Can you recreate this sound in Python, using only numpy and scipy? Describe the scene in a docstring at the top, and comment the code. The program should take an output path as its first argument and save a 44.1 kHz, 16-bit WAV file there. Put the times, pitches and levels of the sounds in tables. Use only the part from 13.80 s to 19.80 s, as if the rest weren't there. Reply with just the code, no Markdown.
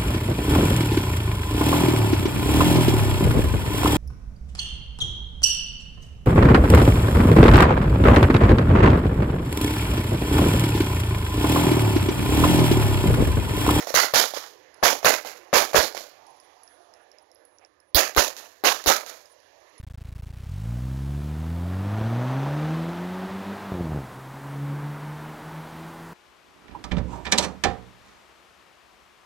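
"""Pistol pairs on a walled range

A pistol fires quick pairs on a paved outdoor range walled by earth banks, a few metres from a phone.
Blasts are pressure pulses, direct and off panels; shaped noise is the wash; pulse clusters are bank slaps.
Brass cases tinkle as decaying sines and noise; shoes scuff, air hushes and a drone sinks as filtered noise.
The left port is muffled, the right one open; each channel is limited."""
import sys
import numpy as np
from scipy import signal
from scipy.fft import rfft, irfft
from scipy.io import wavfile
from scipy.ndimage import uniform_filter1d, minimum_filter1d

SR = 44100
rng = np.random.default_rng(int(sys.argv[2]) if len(sys.argv) > 2 else 0)


def wrap_up_sound(samples):
    """Save the sound to the file named by the first command line argument, as 16-bit audio."""
    columns = np.atleast_2d(samples).T
    # keep every value between -1 and 1, then stretch to whole-number steps
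    tamed = np.clip(columns, -1, 1)
    steps = np.round(tamed * 32767).astype(np.int16)
    wavfile.write(sys.argv[1], SR, steps)


def invert_db(x):
    """Field ratio 10**(x/20) for x, a level in decibels (scalar or array-like)."""
    u = np.asarray(x, float) / 20
    return 10 ** u


N = 264600


def on_log(points, hz):
    """A (Hz, dB) table read on a log-frequency axis."""
    f, db = np.transpose(points)
    return np.interp(np.log(np.maximum(hz, 1)), np.log(f), db)


def colour(x, *tables, size=2048):
    """Causal filter, by folded cepstrum, whose gain is the sum of the (Hz, dB) tables."""
    hz = np.arange(size // 2 + 1) * SR / size
    gain = invert_db(sum(on_log(table, hz) for table in tables))
    cepstrum = irfft(np.log(gain))
    cepstrum[1:size // 2] *= 2
    cepstrum[size // 2 + 1:] = 0
    response = irfft(np.exp(rfft(cepstrum)))
    return signal.fftconvolve(x, response)[:len(x)]


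def unit(x):
    """Scale to rms 1."""
    return x / np.sqrt(np.mean(x ** 2))


def band(x, hz, kind, order=2):
    """Butterworth filter."""
    return signal.sosfilt(signal.butter(order, hz, kind, fs=SR, output="sos"), x)


def walk(rate, size=N):
    """Random levels held 1 / rate s and slewed; spread near 1."""
    hold = int(SR / rate)
    levels = np.repeat(rng.standard_normal(size // hold + 1), hold)
    return uniform_filter1d(levels, hold)[:size]


def add(track, s, sound):
    """Mix a sound in at time s; what falls outside is lost."""
    i = int(round(s * SR))
    a, b = max(i, 0), max(min(i + sound.shape[-1], N), 0)
    if b > a:
        track[..., a:b] += sound[..., a - i:b - i]


def decay(t, t60):
    """Exponential fade, 60 dB in t60."""
    return np.exp(-np.log(1000) * t / t60)


# Shots. Each row: start in seconds, then relative levels in dB: blast, wash and slaps, wash bass, crack.
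SHOT_ROWS = [(-.134, -13, 0, 4, -6), (0.1413, -6.5, 0, -2.5, -25), (0.337, -6.5, 1, -1, -22),
             (1.027, -7.5, -2.5, 6.5, -50), (1.246, -4.5, -3, 5, -19.5), (1.729, -5.5, -1.5, 6.5, -40),
             (1.9444, 1, -2.5, 5, -35.5), (4.1461, -16, -4.5, 4, -3), (4.3637, -6.5, -5, 3, -23.5),
             (4.8377, -8.5, -5, 3, -28.5), (5.0607, -8.5, -5, 3, -24)]
# Port responses. Each row: frequency in Hz, gain in dB.
OPEN_PORT = [(60, -28), (165, -27), (280, -12.5), (570, -2), (1000, -7), (2000, -8), (3200, -11),
             (4300, -8), (6900, -7), (8100, -24.5), (9500, -18.5), (12000, -12.5), (15000, -21)]
MUFFLED_PORT = [(60, -43.5), (300, -29.5), (1400, -31), (2500, -36.5), (4000, -53.5), (6800, -82.5),
                (15000, -75.5)]
MOVES_S = 3.0  # earlier shots are from the first stance, later ones from the second


def pistol():
    """All shots through the two port responses; cracks and thumps enter the open port directly."""
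    air, close = np.zeros((2, N)), np.zeros(N)
    for s, blast_db, wash_db, bass_db, crack_db in SHOT_ROWS:
        stance = int(s > MOVES_S)
        add(air, s, wash(stance, wash_db, bass_db))
        add(close, s, invert_db(crack_db) * crack())
        add_blast(air, s, blast_db, stance)
        add_slaps(air, s, wash_db, stance)
    add_knocks(air)
    add_thumps(close)
    return np.array([colour(air[0], MUFFLED_PORT), colour(air[1], OPEN_PORT) + close])


# Scattering ground, one list per stance: near yard, foot and crest of the far bank, hills.
# Each row: start in ms after the shot, build in ms, relative peak in dB, fall in dB/s, treble in dB.
FIELD_ROWS = [
    [(0, 20.9, -1, 218, 1.5), (202.9, 4, -29, 112, 0.5), (215, 11, -30, 160, 1),
     (250, 37, -52.5, 28.5, -10)],
    [(0, 24.7, -1.5, 216, 1.5), (201, 8.5, -32, 99, 4), (227, 7.3, -32.5, 171, -1), (248, 50, -69, 11, -3)],
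]
# How far under its peak a field starts, in dB, one entry per stance.
FIELD_BUILD_DB = [9, 10.5]
# The wash dips briefly before the side wall answers; one depth per stance.
LULL_DB, LULL_AT_MS, LULL_MS = [-3, -2], 70.8, 5
DULL_START_DB, DULL_START_MS = -3.5, 26.3


def fields(t, stance):
    """Level and treble of the wash: each field builds, then falls steadily in dB; their powers add."""
    start_ms, build_ms, db, fall, treble_db = np.transpose(FIELD_ROWS[stance])[:, :, None]
    ms = t * 1000 - start_ms
    db = db - FIELD_BUILD_DB[stance] * np.clip(1 - ms / build_ms, 0, 1)
    db = db - fall * np.maximum(ms - build_ms, 0) / 1000
    power = (ms >= 0) * invert_db(2 * db)
    total = power.sum(axis=0) + 1e-18
    lull_db = LULL_DB[stance] * np.exp(-((t * 1000 - LULL_AT_MS) / LULL_MS) ** 2)
    dull_db = DULL_START_DB * np.exp(-t * 1000 / DULL_START_MS)
    return 10 * np.log10(total) + lull_db, (power * treble_db).sum(axis=0) / total + dull_db


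KNOCK_CYCLES, KNOCK_EDGE_DB = 1.2, -3  # cycles to fall to 1/e


def knock(hz):
    """A cycle or two of a dull tone with a rough bright edge."""
    t = np.arange(SR // 50) / SR
    edge = invert_db(KNOCK_EDGE_DB) * rng.standard_normal(len(t)) * decay(t, .005)
    return np.sin(2 * np.pi * hz * t) * np.exp(-t * hz / KNOCK_CYCLES) + edge


FACETS_PER_S, FACET_DB, FACETS_S = 110, 8, .08  # rate at each pitch


def facets(t):
    """Flat faces in the near yard knock at random times at each of three pitches, thinning in level."""
    out = 0
    for hz in np.geomspace(900, 2800, num=3):
        place, size = rng.random((2, len(t)))
        hits = (place < FACETS_PER_S / SR) * (2 * size - 1) * np.exp(-(t / FACETS_S) ** 2)
        out = out + invert_db(FACET_DB) * signal.fftconvolve(hits, knock(hz))[:len(t)]
    return out


AIM_DB = 2.8


def aim_bumps():
    """Random tone bumps, as every aim lights other surfaces."""
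    hz = np.geomspace(700, 7000, num=20)
    db = AIM_DB * rng.standard_normal(len(hz)) * np.hanning(len(hz)) ** .25
    return np.transpose([hz, db])


# Time in ms for the open port's wash to swell to full gain: bass, middle, treble.
OPEN_SWELL_MS = [8.1, 11.9, 9.7]
LIKENESS_HZ, TILT_HZ = 744, 2600  # band edges; ports are alike below the first
GRAIN_DB, MIDDLE_DB = 3.2, 3


def wash(stance, wash_db, bass_db):
    """Thousands of small uneven echoes, alike at both ports in the bass, clumped differently by range."""
    t = np.arange(int(.8 * SR)) / SR
    level_db, treble_db = fields(t, stance)
    grain = np.minimum(rng.exponential(size=(3, len(t))), 5) - 1.5
    shared, left, right = rng.standard_normal((3, len(t))) * invert_db(GRAIN_DB * grain)
    faces = facets(t)
    shared, right = shared + faces, right + faces
    bass = band(shared, LIKENESS_HZ, "low")
    rest = band(np.array([left, right]), LIKENESS_HZ, "high")
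    middle = band(rest, TILT_HZ, "low", order=3)
    treble = band(rest, TILT_HZ, "high", order=3)
    # each part: signal, level dB, clump spread dB
    parts = ((bass, bass_db, 2.6), (middle, MIDDLE_DB, 3), (treble, treble_db, 1.8))
    # the muffled port's wash is strongest at once and fades;
    # the open port's is held down at first and swells in over some ten ms
    muffled_gate = 0.7 + 3 * np.exp(-t / 0.021)
    pair = 0
    for swell_ms, (part, db, clump_db) in zip(OPEN_SWELL_MS, parts):
        gate = np.array([muffled_gate, np.clip(2 * t * 1000 / swell_ms - 1, .2, 1)])
        pair = pair + part * gate * invert_db(db + clump_db * walk(90, size=len(t)))
    flutter_db = 1.39 * walk(260, size=len(t))
    pair = pair * invert_db(wash_db + level_db + flutter_db) * (1 - (t / t[-1]) ** 4)
    # the bumps in tone shift as farther surfaces answer
    early, late = aim_bumps(), aim_bumps()
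    near = np.exp(-(2 * t / FACETS_S) ** 2)
    return 2.68 * np.array([colour(port * near, early, size=512)
                            + colour(port * (1 - near), late, size=512) for port in pair])


CRACK_HZ, CRACK_MS, OPEN_LAG_MS = [3300, 5100], 4.4, 7.2


def crack():
    """A short hard noise crack, which returns off the panels with the wash and dies away."""
    ms = np.arange(8000) * 1000 / SR
    returned = (ms > OPEN_LAG_MS) * np.exp(-ms / 18.0)
    hiss = rng.standard_normal(len(ms)) * (np.exp(-(ms / CRACK_MS) ** 4) + returned)
    return 4 * band(hiss, CRACK_HZ, "band", order=4) + 2.5 * band(hiss, 11000, "high", order=6)


# Open-air hush. Each row: time in seconds, relative level in dB, tilt in dB per three octaves about 600 Hz.
AIR_ROWS = [(0.98, -57.5, 3.5), (2.5, -59.5, 6.5), (3.636, -65.5, 2.5), (4.098, -66, -1), (5.6, -61, 6.5)]
# Hush tone. Each row: frequency in Hz, gain in dB.
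HUSH_TONE = [(150, -13), (212, -20.5), (300, -2.5), (600, 1), (1100, -3), (1380, -11), (1800, -6.5),
             (2300, -12.5), (3600, -16.5), (6700, -18.5), (8250, -46.5), (10600, -29.5), (15000, -39)]
# Extra tone of the left port. Each row: frequency in Hz, left minus right in dB.
HUSH_LEFT = [(150, -1.5), (300, -21), (1500, -28), (5000, -43.5), (8000, -31), (15000, -17.5)]
# Wind rumble. Each row: time in seconds, relative level in dB.
RUMBLE_ROWS = [(0, -80.5), (3.6, -85), (4.1, -82.5)]


def outdoors():
    """Patchy open-air hush, noise bands swelling apart, and a low wind rumble common to both ports."""
    s, db, tilt_db = np.transpose(AIR_ROWS)
    clock = np.arange(N) / SR
    hush = np.zeros((2, N))
    for hz in 150 * 2 ** np.arange(0, 6.6, .25):
        swell_db = (5.2 * walk(9.8) + 3.3 * walk(1.4)) * min(1, 1500 / hz)
        swell_db = swell_db + np.interp(clock, s, tilt_db) * np.log2(hz / 600) / 3
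        noise = rng.standard_normal((2, N))
        hush += band(noise, [hz / 1.07, hz * 1.074], "band", order=1) * invert_db(swell_db)
    left = colour(hush[0], HUSH_TONE, HUSH_LEFT)
    right = colour(hush[1], HUSH_TONE)
    scale = 2 / np.std(band(right, [300, 1500], "band"))
    pair = scale * np.array([left, right]) * invert_db(np.interp(clock, s, db))
    rumble = unit(band(rng.standard_normal(N), [55, 110], "band", order=3))
    rumble = rumble * invert_db(np.interp(clock, *np.transpose(RUMBLE_ROWS)))
    return pair + rumble * invert_db(np.array([[-3], [2.5]]))


# Knocks off panels and far-bank faces. Each row: start in seconds, relative level in dB, pitch in Hz.
KNOCK_ROWS = [(0.0715, -11, 650), (0.1045, -10, 520), (0.5375, -10, 700), (0.5715, -12, 480),
              (1.2295, -12, 700), (1.4485, -13, 800), (1.9325, -9, 750), (2.1483, -11, 750),
              (2.1698, -10, 2200), (2.1773, -8, 2500), (1.9593, 9, 750), (1.9755, 8, 1100),
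              (4.3737, 8, 1200)]


def add_knocks(air):
    """Single knocks off panels and faces of the far bank, at both ports."""
    for s, db, hz in KNOCK_ROWS:
        add(air, s, invert_db(db) * knock(hz))


def friedlander(ms):
    """Sudden overpressure lasting ms, then suction."""
    x = np.arange(300) * 1000 / SR / ms
    return (1 - x) * np.exp(-x)


# Direct sound, ground and panels, one list per stance. Each row: delay in ms after the shot, level in dB.
ARRIVAL_ROWS = [
    [(0, 3.5), (1.8, 9.5), (3.4, 5.5), (23, -5.5)],
    [(0, 5.5), (2.6, 5.5), (10, 3.5), (21, 0)],
]
BLAST_MS, MUFFLED_BLAST_DB, OPEN_BLAST_DB = 0.49, 28, -10  # gains ahead of the port responses


def add_blast(air, s, db, stance):
    """Sharp arrivals of the muzzle pulse, low-passed at the open port."""
    pulse = friedlander(BLAST_MS)
    soft_pulse = band(pulse, 1300, "low")
    for ms, echo_db in ARRIVAL_ROWS[stance]:
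        add(air[0], s + ms / 1000, invert_db(db + echo_db + MUFFLED_BLAST_DB) * pulse)
        add(air[1], s + ms / 1000, invert_db(db + echo_db + OPEN_BLAST_DB) * soft_pulse)


# Buffets of the open port. Each row: start in seconds, relative level in dB.
THUMP_ROWS = [(0.161, -23.5), (0.348, -23), (1.033, -24.5), (1.98, -17), (4.147, -6.5), (4.3717, -13),
              (5.068, -21)]
THUMP_HZ, THUMP_FADE_S = 58.7, 0.035 / 9  # the swell peaks after two of these


def add_thumps(close):
    """Low tone swells in the open port as blasts buffet it."""
    t = np.arange(8000) / SR
    swing = t / THUMP_FADE_S
    thump = swing ** 2 * np.exp(-swing) * 2 * np.sin(2 * np.pi * THUMP_HZ * t)
    for s, db in THUMP_ROWS:
        add(close, s, invert_db(db) * thump)


# Slaps from wall and banks, one list per stance. Each row: delay in ms after the shot, relative level in dB.
SLAP_ROWS = [
    [(102.5, -1)],
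    [(92, 0.5), (202.6, 0)],
]
# Overpressure time of a slap pulse in ms, one entry per stance.
SLAP_PULSE_MS = [0.36, 0.034]


def add_slaps(air, s, db, stance):
    """A rough surface returns a fading cluster of nine pulses of random size and sign."""
    pulse = friedlander(SLAP_PULSE_MS[stance])
    for ms, echo_db in SLAP_ROWS[stance]:
        for late, size in rng.random((9, 2)):
            gain = invert_db(db + echo_db) * (4 * size - 2) * (1 - late)
            add(air, s + (ms + 2.1 * late) / 1000, gain * pulse)


# Bouncing brass. Each row: start in seconds, relative tick level in dB, ring in Hz, relative ring level in dB.
CASE_ROWS = [(0.943, -43, 10200, -46.5), (1.557, -62, 10150, -55), (2.467, -45, 10300, -52.5),
             (2.6, -42, 10400, -50.5), (2.834, -42.5, 10300, -42.5), (2.877, -41, 10440, -66),
             (3.138, -39.5, 10300, -57.5), (3.316, -42, 11100, -59.5), (3.385, -40, 10470, -59.5),
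             (3.5155, -45, 11000, -57), (3.5473, -63, 11150, -49.5), (3.5574, -53, 5180, -59.5),
             (3.6514, -47, 10480, -46), (3.7848, -39.5, 10220, -65.5), (3.8487, -39, 10380, -67),
             (4.0019, -50, 10450, -54), (5.457, -40.5, 9900, -55), (5.6024, -50.5, 10000, -62),
             (5.803, -68, 10450, -62), (5.898, -62, 10240, -62), (5.98, -37, 10400, -48.5)]
TICK_HZ, TICK_T60_S = 5310, 0.01  # each tick is detuned up to 2.5 %
STRIKE_T60_S, SUSTAIN_DB = 0.018, -17.5
RING_T60_S = 1.1  # before the half-second linear fade
SPIN_HZ = 44.5  # scaled at random by 0.5 to 1.5


def cases():
    """Each bounce ticks and rebounds faintly; the brass tube rings on and wavers as it spins."""
    out, t = np.zeros(N), np.arange(SR // 2) / SR
    touch = 1 - np.exp(-t / 0.00014)
    for (s, db, hz, ring_db), (a, b) in zip(CASE_ROWS, rng.random((len(CASE_ROWS), 2))):
        tone = np.sin(2 * np.pi * TICK_HZ * (1 + (a - .5) / 20) * t)
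        rattle = band(rng.standard_normal(len(t)), [4300, 6800], "band", order=4)
        tick = invert_db(db) * decay(t, TICK_T60_S) * (np.sqrt(b) * tone + rattle)
        click = band(rng.standard_normal(len(t)), [9800, 14000], "band", order=4)
        click = .25 * decay(t, .018) * click
        spin = invert_db(6.5 * walk(SPIN_HZ * (.5 + b), size=len(t))) * (1 - 2 * t)
        fade = decay(t, STRIKE_T60_S) + invert_db(SUSTAIN_DB) * decay(t, RING_T60_S) * spin
        ring_hz = hz + 40 * walk(150, size=len(t))
        ring = fade * np.sin(2 * np.pi * np.cumsum(ring_hz) / SR)
        add(out, s, 2 * touch * (tick + invert_db(ring_db) * (click + ring)))
        add(out, s + (1 + b / 4) / 110, invert_db(-14) * 2 * touch * tick)  # rebound
    return np.array([[invert_db(-37.5)], [1]]) * out


# Standing-out band of the hush. Each row: time in seconds, centre in Hz, relative level in dB.
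DRONE_ROWS = [(2.6, 758.4, -71), (3.03, 680, -64), (3.36, 590, -69.5), (3.5, 570, -82.5), (3.61, 550, -61),
              (3.72, 540, -73)]
DRONE_WIDTH_HZ = 54  # low-pass edge either side of the centre


def drone():
    """A narrow band of noise around a sinking centre, at the open port."""
    s, hz, db = np.transpose(DRONE_ROWS)
    clock = np.arange(N) / SR
    turn = 2 * np.pi * np.cumsum(np.interp(clock, s, hz)) / SR
    a, b = band(rng.standard_normal((2, N)), DRONE_WIDTH_HZ, "low")
    tone = unit(a * np.cos(turn) + b * np.sin(turn))
    return np.array([[0], [2]]) * tone * invert_db(np.interp(clock, s, db, left=-np.inf))


# Scuffs. Each row: centre in seconds, relative level in dB, time from centre to 1/e in seconds.
STEP_ROWS = [(3.179, -64.5, 0.058), (3.367, -64, 0.054), (3.835, -59.5, 0.033)]


def steps():
    """Soft swells of grit under rubber soles, dull noise with a thinner upper band."""
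    out, t = np.zeros(N), np.arange(SR // 4) / SR
    middle = t[-1] / 2
    for s, db, length in STEP_ROWS:
        noise = rng.standard_normal(len(t))
        grit = unit(band(noise, [480, 760], "band")) + 0.6 * unit(band(noise, [1500, 2600], "band"))
        add(out, s - middle, invert_db(db) * 2 * grit * np.exp(-((t - middle) / length) ** 2))
    return np.array([[invert_db(-30.0)], [1]]) * out


def scene():
    """Shots, open air, cases, drone and steps."""
    return pistol() + outdoors() + cases() + drone() + steps()


def band_limit(x):
    """A steep low-pass at the top of the band."""
    return signal.sosfilt(signal.butter(12, 16620, fs=SR, output="sos"), x)


TOP_HZ, CEILING, LOOKAHEAD_MS, RELEASE_MS = 15600, 0.95, 2.75, 1.3


def record(dry):
    """The top is cut; a look-ahead limiter on each channel holds peaks under the ceiling."""
    dry = signal.sosfilt(signal.ellip(8, .2, 70, TOP_HZ, fs=SR, output="sos"), dry)
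    ahead = int(LOOKAHEAD_MS * SR / 1000)
    back = np.exp(-1000 / (RELEASE_MS * SR))
    need = np.minimum(1, CEILING / (np.abs(dry) + 1e-9))
    need = minimum_filter1d(need, 2 * ahead + 1, axis=1)
    slow = 1 - signal.lfilter([1 - back], [1, -back], 1 - need, axis=1)
    gain = uniform_filter1d(np.minimum(need, slow), ahead, axis=1)
    return band_limit(np.clip(dry * gain, -1, 1))


dry = scene()
out = record(dry)
wrap_up_sound(out)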